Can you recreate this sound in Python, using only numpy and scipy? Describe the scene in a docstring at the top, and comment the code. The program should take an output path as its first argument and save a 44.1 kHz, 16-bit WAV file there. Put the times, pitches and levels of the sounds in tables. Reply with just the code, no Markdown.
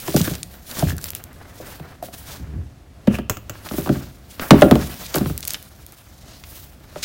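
"""Two picture books and a wire-bound notebook are pushed into a wooden bookcase, close by in a small room.
First glossy covers slide and crackle, fingers tick on card and book edges knock on the boards.
Just after 3 s the wire binding shimmers and clicks against the side wall. At 4.5 s the notebook drops
onto the shelf with three blows that overload the microphone. Lighter knocks and a flurry of ticks follow,
then soft slides and one last brush of a cover, over the low background of the home."""
import sys
import numpy as np
from scipy import signal
from scipy.fft import rfft, irfft
from scipy.io import wavfile

SR = 44100
rng = np.random.default_rng(int(sys.argv[2]) if len(sys.argv) > 2 else 0)


def transcribe(signal):
    """Save signal, clipped to [-1, 1], as a 16-bit WAV file at the path in sys.argv[1]."""
    frames = np.atleast_2d(signal).T
    limited = np.clip(frames, -1, 1)
    pcm = np.round(limited * 32767).astype(np.int16)
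    wavfile.write(sys.argv[1], SR, pcm)


N = 310464
TIME = np.arange(N) / SR
AGE = TIME[:SR]  # seconds since a contact


def undb(db):
    """Decibels to gain."""
    return 10 ** (np.asarray(db) / 20)


def unit(x):
    """Scale to rms 1."""
    return x / np.sqrt(np.mean(x ** 2))


def on_log_axis(hz, points):
    """Read (freq_hz, value) points along a log-frequency axis."""
    freq_hz, value = np.transpose(points)
    return np.interp(np.log(hz + 1e-9), np.log(freq_hz), value)


def colour(x, eq):
    """Shape a steady signal with an EQ curve, at rms 1."""
    gain = undb(on_log_axis(np.fft.rfftfreq(len(x), 1 / SR), eq))
    return unit(irfft(rfft(x) * gain, len(x)))


def noise(eq, length=SR):
    """Noise shaped by an EQ curve, at rms 1."""
    return colour(rng.standard_normal(length), eq)


def resonate(x, hz, width_hz):
    """Two-pole band-pass, gain 1 at the centre."""
    hz, width_hz = min(hz, SR * .45), min(width_hz, SR * .4)
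    return signal.lfilter(*signal.iirpeak(hz, hz / width_hz, SR), x)


def fade(t60_s):
    """Exponential decay from a contact."""
    return np.exp(-np.log(1000) * AGE / t60_s)


def ring(hz, t60_s):
    """One struck mode."""
    return np.sin(2 * np.pi * hz * AGE) * fade(t60_s)


def add(out, start_s, sound):
    """Mix a sound in at a time."""
    start = int(np.clip(start_s * SR, 0, N - 1))
    out[start:start + len(sound)] += sound[:N - start]


def wander(rate_hz):
    """Smooth random drift, spread near 1."""
    points = rng.standard_normal(N // 100)
    return np.interp(TIME * rate_hz, np.arange(len(points)), points)


# Modes of the bookcase: pitch_hz, level_db, t60_s
SHELF_MODES = [(142.8, 1.5, 0.22), (183.4, 1.5, 0.15), (233, -16.5, 0.4), (276.8, -4, 0.14),
               (329.3, 0.5, 0.15), (398, -3.5, 0.14), (535, 2, 0.036), (540.7, -6, 0.15),
               (598.7, 0.5, 0.08), (725, 0, 0.041), (792, -11, 0.12), (914, -16, 0.037),
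               (1130, -6.5, 0.047), (1286, -13, 0.034), (1390, -17, 0.16)]
# Tone of clacking covers: freq_hz, gain_db
CLACK_EQ = [(100, 1.5), (300, 13.5), (650, 8.5), (1100, 2.5), (1500, 2.5), (2100, -9), (3000, -6.5),
            (6000, -23.5), (14000, -22)]
# Tone of the booming case: freq_hz, gain_db
BOOM_EQ = [(20, -25.5), (40, -24), (65, 5.5), (100, -4.5), (150, -11), (250, -15.5), (500, -24),
           (2000, -84)]
# Book edges hitting the boards: start_s, level_db, pitch_hz, clack_db, shelf_ring_db
BOOK_KNOCKS = [(.081,-21.5,336,-27,2.5), (.142,-4,214,-51,-2), (.164,-22,220,-22,-3),
               (0.205,-2.5,170,-31,-34), (.276,-22,300,-28.5,-7), (0.308,-13.5,164,-51,-7),
               (0.781,-15.5,182,-55,-14.5), (0.8249,-7.5,656,-29.5,-26), (.826,-5.5,158,-38,-7.5),
               (.858,-7.5,83.4,-54,-10), (.924,-16,152,-47,-15), (1.6,-26,510,-55,-4.5),
               (1.798,-28.5,149,-41,-1.5), (2.025,-11.5,684,-41.5,-30), (2.037,-25.5,560,-46,-12),
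               (2.085,-26,680,-46.5,-21), (3.0741,-4.5,545,-32,-21), (3.076,6,207,-27,-20),
               (3.186,-15.5,228,-27.5,-6), (3.711,-14,199,-36,-12.5), (3.737,-23,323,-34,-4),
               (3.78,-8,278,-34,-8), (3.861,-27,336,-30,1.5), (3.873,-18.5,404,-30,-4),
               (3.892,1.5,193,-25.5,-7), (3.957,-16,210,-33.5,-6.5), (4.396,-39,615,-30.5,-6),
               (4.5081,14,204.7,-4.5,-8), (4.533,0,200,-31.5,-1), (4.6204,9,616,-10.5,-4),
               (4.631,1.5,206,-25,-8), (4.657,-4,318,-37.5,-5), (4.7119,7,230,-12,-7),
               (4.7555,-6.5,456,-23.5,-4.5), (5.146,-21.5,338,-21.5,-4), (5.159,-12,267,-22.5,-2),
               (5.178,-16,296,-26.5,-6), (5.208,-1.5,201,-32,-12.5), (5.259,-10,146,-31,-19),
               (5.299,-19,149,-34,-2), (6.959,-21,600,-37,-8)]
def knocks(book_hz=200, book_t60_s=.055, push_s=.0021, boom_rise_s=.016, boom_limit_db=-11):
    """Each blow rings the book and the shelf; the covers clack and the whole case booms a little later."""
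    out = np.zeros(N)
    low_cut = signal.butter(2, 62, "high", fs=SR)  # a small board radiates little deep bass
    for start_s, level_db, pitch_hz, clack_db, shelf_ring_db in BOOK_KNOCKS:
        t60_s = book_t60_s * (book_hz / pitch_hz) ** .48  # higher rings die sooner
        book = ring(pitch_hz, t60_s) * (1 - np.exp(-AGE / push_s))
        shelf = 0
        for k, (mode_hz, mode_db, mode_t60_s) in enumerate(SHELF_MODES):
            # a soft, low blow stays in contact too long to reach the high modes
            drive = min(mode_hz / pitch_hz, 1) / (1 + (mode_hz / (2.3 * pitch_hz)) ** 2)
            shelf += (-1) ** k * undb(mode_db) * drive * ring(mode_hz, mode_t60_s)
        wood = undb(level_db) * signal.lfilter(*low_cut, book + undb(shelf_ring_db - 3) * shelf)
        clack = undb(clack_db + 2.5) * noise(CLACK_EQ) * (fade(.061) + undb(4) * fade(.014))
        boom = noise(BOOM_EQ) * fade(.45) * (1 - np.exp(-AGE / boom_rise_s))
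        # harder, lower blows boom more, up to the heavy case's limit
        boom_db = min(-21 + .74 * level_db - 4 * np.log2(pitch_hz / book_hz), boom_limit_db)
        add(out, start_s, bend(wood + clack, travel_s=.00906) + undb(boom_db) * boom)
    return out


def bend(x, travel_s, stiff_hz=1300):
    """Bending waves in a board: below stiff_hz the lows arrive late; travel_s is their trip at 100 Hz."""
    hz = np.minimum(np.fft.rfftfreq(2 * len(x), 1 / SR), stiff_hz)
    turns = 10 * travel_s * (2 * np.sqrt(hz) - hz / np.sqrt(stiff_hz))
    return irfft(rfft(x, 2 * len(x)) * np.exp(-2j * np.pi * turns))[:len(x)]


# Tone of sliding gloss: freq_hz, gain_db
HISS_EQ = [(800, -16), (2000, -2.5), (3500, 1.5), (5500, 1), (8000, -0.5), (11000, 2), (15000, 7)]
# Tone of rasping card: freq_hz, gain_db
RASP_EQ = [(100, 7.5), (250, 7), (450, 3), (650, 6), (950, 1.5), (1600, 2.5), (2800, -8), (5000, -23),
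           (9000, -38.5)]
# Strokes of a cover or sleeve over a surface: peak_s, rise_s, fall_s, hiss_db, bright_db, rasp_db
COVER_STROKES = [(.12,0.33,0.12,-29.5,-4,-42.5), (.17,0.0088,0.046,-20.5,-4.5,-55),
                 (.25,.05,0.1,-27.5,-4,-39), (.54,0.065,0.12,-45.5,-2,-51.5), (.72,0.051,0.14,-32,-4,-43),
                 (.795,0.034,0.064,-28,-5,-37.5), (.9,0.024,0.025,-28.5,-5,-47),
                 (1.05,0.042,0.044,-33,1,-46.5), (1.16,0.011,0.028,-34,-5,-43),
                 (1.4,0.29,0.75,-53.5,-10,-49.5), (1.71,0.16,0.085,-40,-4,-41),
                 (1.91,0.064,0.037,-49,-9,-40.5), (2.035,0.0061,0.047,-38.5,-1,-48),
                 (2.142,0.0088,0.013,-31.5,-7,-41), (2.2,0.073,0.087,-43,-2,-51),
                 (2.31,0.06,0.063,-32.5,-9,-40.5), (2.45,0.19,0.15,-58,-13,-50),
                 (3.145,0.028,0.029,-34.5,-10,-33), (3.55,0.027,0.11,-47,-10,-46),
                 (3.665,.03,0.015,-38,-8,-40), (3.785,.085,0.065,-31.5,-0.5,-38.5),
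                 (3.95,0.12,0.15,-38.5,-7,-44.5), (4.35,0.043,0.064,-40,-7.5,-55),
                 (4.42,0.013,.045,-27,1.5,-32.5), (4.6,0.12,0.14,-33.5,-1,-30),
                 (4.83,0.05,0.039,-31,-13,-36), (5.0,0.38,0.45,-35,-5.5,-41.5),
                 (5.155,0.015,0.032,-26.5,2,-30), (5.28,0.023,0.063,-40,6,-46),
                 (5.52,0.069,0.039,-36,-7,-47), (5.98,.27,0.34,-47.5,-7,-57.5), (6.32,.1,0.1,-42.5,-21,-51),
                 (6.57,0.15,0.11,-40,-1,-53), (6.9,0.23,.2,-51.5,-8,-52.5),
                 (6.975,0.017,0.072,-38.5,-16,-47), (7.033,0.0053,.04,-17.5,-17,-60)]
def sliding(gain_db=1, split_hz=8500, resting_hiss_db=-59, resting_rasp_db=-66):
    """Glossy covers hiss as they slide, brighter when they barely touch; under pressure the card rasps."""
    dull_power, bright_power = undb(resting_hiss_db) ** 2, 0
    rasp_power = undb(resting_rasp_db) ** 2
    for peak_s, rise_s, fall_s, hiss_db, bright_db, rasp_db in COVER_STROKES:
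        power = swell(peak_s, rise_s, fall_s) ** 2
        tilt = undb(bright_db) ** 2
        surface_power = power * undb(hiss_db) ** 2 * 2 / (1 + tilt)
        dull_power += surface_power
        bright_power += tilt * surface_power
        rasp_power += power * undb(rasp_db) ** 2
    gloss = colour(friction(grain_db=-7.5, catches_per_s=830, grip_db=2.5), HISS_EQ)
    hiss = moving_contact(gloss)
    dull = signal.sosfiltfilt(signal.butter(2, split_hz, fs=SR, output="sos"), hiss)
    bright = hiss - dull
    rasp = colour(friction(grain_db=-8, catches_per_s=300, grip_db=4), RASP_EQ)
    mix = np.sqrt(dull_power) * dull + np.sqrt(bright_power) * bright + np.sqrt(rasp_power) * rasp
    return undb(gain_db) * mix


def swell(peak_s, rise_s, fall_s, edge_db=-9, roundness=1.35):
    """Envelope of one hand movement: it speeds up, peaks and slows down."""
    away = np.maximum((peak_s - TIME) / rise_s, (TIME - peak_s) / fall_s)
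    return np.where(away < 4, undb(edge_db * away ** roundness), 0)


def friction(grain_db, catches_per_s, grip_db):
    """Countless tiny slips, a few of them much larger, under a wavering grip."""
    smooth = rng.standard_normal(N)
    catches = (rng.random(N) < catches_per_s / SR) * rng.standard_normal(N)
    catches *= undb(2.9 * np.minimum(rng.exponential(size=N), 4))
    return (smooth + undb(grain_db) * unit(catches)) * undb(grip_db * wander(70))


def moving_contact(hiss, bands_hz=(2620, 4220, 6500, 9800), depth_db=2.5):
    """Resonances come and go in the hiss as the patch of contact moves."""
    shifts = sum(resonate(hiss, hz, .24 * hz) * (undb(depth_db * wander(16)) - 1) for hz in bands_hz)
    return unit(hiss + shifts)


# Fingers and card edges snapping: start_s, level_db, pitch_hz
CARD_TICKS = [(0.077,-16.5,4500), (0.164,-2.5,6000), (0.2147,-6.5,5500), (0.3534,-15.5,6760),
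              (.431,-10,5860), (.713,-19.5,5000), (0.7887,-16,7000), (.7942,-10,7850), (0.9819,-17.5,6300),
              (1.042,-11,8100), (1.088,-17.5,6900), (1.1048,-13,12800), (1.1508,-10,10400),
              (1.2396,-18.5,9350), (1.331,-34,12300), (2.0275,-25,9000), (3.0727,-23,3120),
              (3.6886,-20.5,2930), (4.3962,-16.5,2180), (4.5076,5,2820), (4.612,-14,5470),
              (5.0643,-18,4770), (5.1431,-8,4280), (5.1576,-3.5,10000), (5.184,-11.5,5500),
              (5.378,-9.5,10600), (5.4065,-17.5,11000), (5.4287,-15,4050), (5.4522,-12,9300),
              (5.4761,-8.5,10200), (5.4803,-6,11100), (5.5062,-7.5,6700), (5.5357,-11,10430),
              (5.5443,-11,3030), (5.627,-27,11300), (5.865,-23.5,10630), (5.9227,-28,12270),
              (6.438,-24.5,2620)]
def ticks(gain_db=1, scratch_db=-12, rebound_db=-13, snap_hz=12800):
    """A card edge lets go with one sharp snap, a flutter of tiny rebounds and a brief scratch."""
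    out = np.zeros(N)
    for start_s, level_db, pitch_hz in CARD_TICKS:
        scratch_t60_s = .02 * 5000 / pitch_hz  # smaller edges scratch for less time
        force = undb(scratch_db) * rng.standard_normal(SR) * fade(scratch_t60_s)
        force[0] = 2  # the edge lets go
        width_hz = 1.63 * pitch_hz
        card = resonate(resonate(force, pitch_hz, width_hz), pitch_hz, width_hz)
        rebounds = undb(rebound_db) * rng.standard_normal(SR) * fade(.005)
        snap = resonate(signal.unit_impulse(SR) + rebounds, snap_hz, width_hz=5500)
        snap_gain = undb(-3) * pitch_hz / snap_hz  # the smaller the edge, the more of it is pure snap
        tick = card / np.abs(card).max() + snap_gain * snap / snap.max()
        add(out, start_s, undb(level_db + gain_db) * tick)
    return out


# Resonances of wire and cover: pitch_hz, width_hz, level_db
BINDING_MODES = [(1280, 470, 15), (2340, 950, 9), (5600, 2500, 5.5), (6760, 470, 14.5), (7440, 260, -4),
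                 (14500, 4100, 8)]
# The binding tapping the side wall: start_s, level_db
BINDING_TAPS = [(3.2968, -5), (3.3699, -19), (3.4963, -14.5)]
def wire_taps(tail_db=-23, wall_hz=107, wall_db=-13, clack_db=-17):
    """The wire loops chatter against the wall and ring on faintly; the wall answers with a soft knock."""
    out = np.zeros(N)
    for start_s, level_db in BINDING_TAPS:
        chatter = rng.standard_normal(SR) * (fade(.021) + undb(tail_db) * fade(.22))
        tap = sum(undb(db) * resonate(chatter, hz, width_hz) for hz, width_hz, db in BINDING_MODES)
        knock = undb(wall_db) * ring(wall_hz, .11)
        clack = undb(clack_db) * noise(CLACK_EQ) * fade(.088)
        wall = bend(knock + clack, travel_s=.0099)
        add(out, start_s, undb(level_db) * (tap / np.abs(tap).max() + wall))
    return out


# Glossy covers peeling apart: start_s, end_s, cracks_per_s, level_db
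COVER_PEELS = [(.08, .378, 130, -17), (0.961, 1.139, 110, -20.5), (3.702, 3.822, 150, -21),
               (5.436, 5.56, 70, -17)]
def crackle(scatter_db=4, lowest_hz=3000, octaves=2.6, crack_t60_s=.00079):
    """Laminate clings and parts in tiny cracks of every size and pitch."""
    out = np.zeros(N)
    for start_s, end_s, cracks_per_s, level_db in COVER_PEELS:
        length_s = end_s - start_s
        for when, pitch, size in rng.random((int(cracks_per_s * length_s), 3)):
            crack = ring(lowest_hz * 2 ** (octaves * pitch), crack_t60_s)
            add(out, start_s + when * length_s, undb(level_db + scatter_db * (2 * size - .5)) * crack)
    return out


# Fingertips and card edges juddering over a cover: start_s, end_s, slips_per_s, level_db, pitch_hz
COVER_JUDDERS = [(0.245, 0.281, 116, -22, 1690), (0.872, 0.934, 62, -22.5, 1670),
                 (0.98, .995, 100, -29, 1550), (3.143, 3.157, 260, -22.5, 2560),
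                 (4.411, 4.45, 126, -23.5, 1540)]
def judders(slip_t60_s=.01, jitter=.06, scatter_db=2):
    """The contact sticks and slips on the card; every slip rings the cover briefly."""
    out = np.zeros(N)
    for start_s, end_s, slips_per_s, level_db, pitch_hz in COVER_JUDDERS:
        for slip_s in np.arange(start_s, end_s, 1 / slips_per_s):
            late, size, detune = rng.standard_normal(3)
            slip = ring(pitch_hz * (1 + jitter * detune), slip_t60_s)
            add(out, slip_s + jitter * late / slips_per_s, undb(level_db + scatter_db * size) * slip)
    return out


# A leaning book shifting on the board: peak_s, rise_s, fall_s, level_db
BOOK_SHIFTS = [(2.41,0.022,0.049,-27), (2.56,0.048,0.095,-27.5)]
def rumble(body_hz=140, width_hz=220):
    """A book that shifts its weight makes the case grumble softly."""
    grumble = unit(resonate(noise(BOOM_EQ, N), body_hz, width_hz))
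    return grumble * sum(undb(level_db) * swell(*timing) for *timing, level_db in BOOK_SHIFTS)


# Jolts to the wire coil: start_s, level_db
BINDING_JOLTS = [(3.076, -44), (3.14, -42.5), (3.298, -46), (3.497, -52)]
def coil_shimmer(pitch_hz=2750, width_hz=650, t60_s=.5):
    """The many close modes of the spiral binding shimmer after a jolt."""
    out = np.zeros(N)
    for start_s, level_db in BINDING_JOLTS:
        band = resonate(rng.standard_normal(SR), pitch_hz, width_hz)
        shimmer = unit(resonate(band, pitch_hz, width_hz))
        add(out, start_s, undb(level_db) * shimmer * fade(t60_s))
    return out


# Reverb time of the room: freq_hz, t60_s
ROOM_DECAY = [(70, 1), (200, 0.49), (600, 0.36), (2500, 0.39), (7000, 0.11), (15000, 0.42)]
def reverb(dry, wet_db=-15, build_s=.0049):
    """Diffuse reflections of a small furnished room; the bass lingers longest."""
    spectrum = rfft(rng.standard_normal(SR))
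    octave = np.log2(np.maximum(np.fft.rfftfreq(SR, 1 / SR), 1))
    tail = np.zeros(SR)
    for centre in range(6, 15):  # octave bands, 64 Hz to 16 kHz
        band = irfft(spectrum * np.maximum(1 - np.abs(octave - centre), 0), SR)
        tail += band * fade(on_log_axis(2. ** centre, ROOM_DECAY))
    tail *= 1 - np.exp(-AGE / build_s)
    return undb(wet_db) * signal.fftconvolve(dry, tail / np.linalg.norm(tail))[:N]


# Tone of the background: freq_hz, gain_db
ROOM_TONE_EQ = [(15, -60), (25, -27.5), (45, -8.5), (69, -4), (173, -15), (297, -19.5), (469, -27),
                (703, -24.5), (919, -32), (15500, -50)]
def room_tone(level_db=-45.5, swell_db=2.5):
    """The low, gently swelling background of the home."""
    return noise(ROOM_TONE_EQ, N) * undb(level_db + swell_db * wander(7.2))


def scene():
    """The close handling sounds and their reverb over a bed of room tone, in mono."""
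    close = knocks() + wire_taps() + coil_shimmer() + ticks() + judders() + crackle()
    close = close + sliding() + rumble()
    return (close + reverb(close) + room_tone())[None]


def record(dry, top_hz=15900):
    """The hardest blows overload the microphone and clip flat; a steep low-pass cuts the top."""
    top_cut = signal.ellip(11, .02, 70, top_hz, fs=SR, output="sos")
    return signal.sosfilt(top_cut, np.clip(dry, -1, 1))


dry = scene()
out = record(dry)
transcribe(out)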